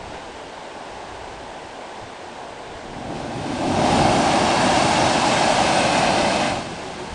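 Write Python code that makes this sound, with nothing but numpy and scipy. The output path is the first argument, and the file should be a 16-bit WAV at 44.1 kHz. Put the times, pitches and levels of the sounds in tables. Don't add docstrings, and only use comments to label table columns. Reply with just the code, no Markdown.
import sys
import numpy as np
from scipy import signal
from scipy.fft import rfft, irfft, next_fast_len
from scipy.io import wavfile
from scipy.ndimage import uniform_filter1d, map_coordinates

SR = 44100
rng = np.random.default_rng(int(sys.argv[2]) if len(sys.argv) > 2 else 0)


def wav_out(sig):
    wavfile.write(sys.argv[1], SR, np.round(np.clip(np.atleast_2d(sig).T, -1, 1) * 32767).astype(np.int16))


N = 314874

TREBLE_LIMIT_HZ = 10080
FULL_FLOW_DB = -19.5
FILL_START_S, FILL_LENGTH_S = 3.66, 2

# f/Hz, level/dB
SURF_TONE = [(40, -32), (150, -11.5), (290, -4), (500, -3), (680, -1), (870, 0), (1300, -13), (1550, -9),
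             (1800, -12.5), (2600, -15.5), (3100, -16), (5000, -22.5), (8500, -29), (10000, -37)]
# t/s, gain/dB
SURF_SURGES = [(.13, 0.9), (.9, 0.3)]
# f/Hz, level/dB
WIND_TONE = [(15, -9.5), (40, 0), (95, 0), (150, -8.5), (300, -32), (800, -74)]
# t/s, half length/s, level/dB
WIND_GUSTS = [(.06, 0.2, -44.5), (1.25, .24, -49), (2.035, .025, -40), (2.73, 0.043, -44),
              (2.93, 0.073, -46), (7.13, 0.026, -37)]
# t/s, level/dB
SMALL_WAVES = [(.16, -45), (1.33, -48)]
# t/s, level/dB
AIR_FLOW = [(2.98, -40), (3.13, -33), (3.41, -33.5), (3.84, -19.5), (6.14, -20), (6.53, -24), (6.71, -42),
            (6.78, -38.5), (7.08, -44.5)]
# t/s, pitch ratio, ringing/dB
THROAT_CHANGES = [(3.2, 0.98, 1), (3.7, 1.02, 0.5), (4.2, 1.042, 0.5), (5.05, 1.045, 0.5), (5.5, 1.03, 0.5),
                  (5.9, 1.0, 1.5), (6.45, 1.006, 1.5), (6.8, 1.035, 1)]
# f/Hz, level/dB
BOOM_TONE = [(15, -33), (30, -10), (45, -7.5), (85, -1), (115, -0.5), (150, 2), (190, -6.5), (260, -13.5),
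             (500, -66)]
# f/Hz, width/Hz, level/dB
CHAMBER_NOTES = [(229, 107, -1), (308, 93, -1.5)]
# f/Hz, width/Hz, level/dB
THROAT_NOTES = [(591, 99, 1), (726, 150, 1.2), (780, 109, -1), (917, 170, -7.5)]
# f/Hz, width/Hz, level/dB
THROAT_OVERTONES = [(1165, 150, 2), (1546, 190, 5.5), (2070, 260, 2), (2614, 250, -2.5), (3090, 190, -1.5),
                    (3640, 180, -1.5), (4230, 350, -1.5), (4760, 360, -6)]
# f/Hz, width/Hz, level/dB
WHISTLE_NOTE = [(2556, 180, 0)]
# f/Hz, level/dB
JET_TONE = [(300, -52), (700, -16.5), (1100, 3), (1800, -4), (3000, -1.5), (4500, -6.5), (5600, -4.5),
            (6800, -10.5), (10000, -23.5)]
# f/Hz, level/dB
MIST_TONE = [(3000, -42), (5000, -10.5), (6300, -3.5), (7000, 2.5), (8500, 4), (9500, 1), (10100, -8)]
# t/s, level/dB
SPRAY_AMOUNT = [(3.0, -51), (3.17, -44), (3.32, -43), (3.91, -27.5), (4.81, -24.5), (5.83, -24),
                (6.45, -27), (6.65, -39), (7.1, -43.5)]
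# t/s, half length/s, level/dB
WATER_BLOWS = [(3.967, 0.19, -22), (6.72, 0.11, -34.5), (7.025, .07, -38)]
# f/Hz, width/Hz, level/dB
THUMP_NOTES = [(85, 70, -8.5), (158, 70, 1), (320, 150, -7)]
# t/s, f/Hz, level/dB
HOOT_PATH = [(6.8, 388.4, -60), (6.845, 380, -35), (6.96, 365, -45), (7.025, 361.6, -33),
             (7.09, 372.4, -56)]


def amp(db):
    return 10 ** (np.asarray(db) / 20)


def unit(x):
    return x / np.sqrt(np.mean(x ** 2) + 1e-20)


def curves(rows):
    times, *columns = np.transpose(rows)
    return [np.interp(np.arange(N) / SR, times, column) for column in columns]


def faded_in(rows, db_per_s=70):
    level_db, = curves(rows)
    return level_db - db_per_s * np.maximum(rows[0][0] - np.arange(N) / SR, 0)


def swell(centre_s, width_s):
    return np.exp(-((np.arange(N) / SR - centre_s) / width_s) ** 2)


def wobble(rate):
    return map_coordinates(rng.standard_normal(400), [np.arange(N) * rate / SR], mode="wrap")


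def filtered(x, response):
    size = next_fast_len(len(x) + 8192)
    return irfft(rfft(x, size) * response(np.fft.rfftfreq(size, 1 / SR)), size)[:len(x)]


def tone(points):
    points_hz, db = np.transpose(points)
    return lambda hz: amp(np.interp(np.log(hz + 1), np.log(points_hz), db))


def ringing(notes):
    def response(hz):
        power = 0
        for centre, width, db in notes:
            off_pitch = (centre ** 2 - hz ** 2) / (1.46 * width * hz + 1e-9)
            power += (amp(db) / (1 + off_pitch ** 2)) ** 2
        return np.sqrt(power)
    return response


def rushing(response, patchy_db, size=N):
    spectra = signal.stft(rng.standard_normal(size), nperseg=512)[2]
    patches = uniform_filter1d(rng.standard_normal(spectra.shape), size=6, axis=0)
    patches = uniform_filter1d(patches, size=14, axis=1)
    noise = signal.istft(spectra * amp(patchy_db * unit(patches)), nperseg=512)[1][:size]
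    return unit(filtered(noise, response))


def gliding(notes, pitch_ratio, patchy_db):
    steady = rushing(ringing(notes), patchy_db, size=N + SR)
    return map_coordinates(steady, [np.cumsum(pitch_ratio)], order=3, mode="wrap")


def drops(per_second, centre_hz, spread_db):
    draws = rng.random((12000, 4))
    chosen = draws[:, 3] < per_second * N / SR / len(draws)
    start, pitch, softness, _ = draws[chosen].T[:, :, None]
    age = np.arange(96)
    cycles = age / SR * np.minimum(centre_hz * 4 ** (pitch - .5), TREBLE_LIMIT_HZ)
    strength = amp(-spread_db * np.log(.02 + softness))
    ticks = strength * np.sin(2 * np.pi * cycles) * np.exp(-cycles)
    positions = (start * N).astype(int) + age
    return unit(np.bincount(positions.ravel(), ticks.ravel(), N)[:N])


def surf():
    surge_db = sum(db * swell(s, width_s=.09) for s, db in SURF_SURGES)
    return amp(-35.0 + surge_db + 0.3 * wobble(5.5)) * rushing(tone(SURF_TONE), patchy_db=0.47)


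def wind():
    breeze = amp(-53.5)
    gusts = sum(amp(db) * swell(s, width) for s, width, db in WIND_GUSTS)
    return (breeze + gusts) * amp(1.2 * wobble(14)) * rushing(tone(WIND_TONE), patchy_db=2.0)


def whine():
    return amp(-65.5) * rushing(ringing([(8125, 120, 0)]), patchy_db=.1)


def splashes():
    level = sum(amp(db) * swell(s, width_s=0.051) for s, db in SMALL_WAVES)
    return level * drops(per_second=1500, centre_hz=2390, spread_db=2.0)


def air_driven(base_db, flow_slope, filled_db):
    fill = np.clip((np.arange(N) / SR - FILL_START_S) / FILL_LENGTH_S, 0, 1)
    return amp(base_db + flow_slope * (faded_in(AIR_FLOW) - FULL_FLOW_DB) + filled_db * fill)


def cave_rumble():
    boom = rushing(tone(BOOM_TONE), patchy_db=1.84)
    chamber = rushing(ringing(CHAMBER_NOTES), patchy_db=0.77)
    return (boom * air_driven(base_db=-29.5, flow_slope=0.55, filled_db=-4)
            + chamber * air_driven(base_db=-22, flow_slope=0.8, filled_db=-3.5))


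def throat_roar(pitch_ratio, sputter):
    level = air_driven(base_db=-20, flow_slope=1.04, filled_db=0.53)
    spit_db = 2.7 * swell(6.59, width_s=0.035)
    return level * amp(spit_db + 0.18 * sputter) * gliding(THROAT_NOTES, pitch_ratio, patchy_db=-0.16)


def spray_hiss(pitch_ratio, ring_db, sputter):
    overtones = amp(ring_db - 4.0) * gliding(THROAT_OVERTONES, pitch_ratio, patchy_db=1.1)
    hiss = amp(-1.5 - 0.93 * ring_db) * rushing(tone(JET_TONE), patchy_db=0.77)
    whistle = amp(-15.5 + 4.9 * ring_db) * gliding(WHISTLE_NOTE, pitch_ratio, patchy_db=-0.5)
    mist = amp(-11.5) * rushing(tone(MIST_TONE), patchy_db=1.7)
    level = amp(faded_in(SPRAY_AMOUNT) + 0.1 + 0.43 * sputter)
    return level * (overtones + hiss + whistle + mist)


def blowhole():
    pitch_ratio, ring_db = curves(THROAT_CHANGES)
    sputter = wobble(18)
    return cave_rumble() + throat_roar(pitch_ratio, sputter) + spray_hiss(pitch_ratio, ring_db, sputter)


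def thumps():
    level = sum(amp(db) * swell(s, width) for s, width, db in WATER_BLOWS)
    return level * rushing(ringing(THUMP_NOTES), patchy_db=1.0)


def falling_spray(flight_s=1.1):
    t = np.arange(N) / SR
    landing_db = np.interp(t - flight_s, t, faded_in(SPRAY_AMOUNT))
    return amp(landing_db - 23.5) * drops(per_second=900, centre_hz=4300, spread_db=3.0)


def hoot():
    pitch_hz, level_db = curves(HOOT_PATH)
    phase = 2 * np.pi * np.cumsum(pitch_hz * (1 + 0.0063 * wobble(40))) / SR
    sounding = np.arange(N) / SR > HOOT_PATH[0][0]
    return sounding * amp(level_db - 0.5 + 1.3 * wobble(25)) * unit(np.sin(phase))


def scene():
    return (surf() + wind() + splashes() + blowhole() + thumps() + falling_spray() + hoot() + whine())[None]


def record(dry):
    return filtered(dry[0], lambda hz: np.clip((TREBLE_LIMIT_HZ - hz) / 200 + .5, 0, 1))[None]


dry = scene()
out = record(dry)
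wav_out(out)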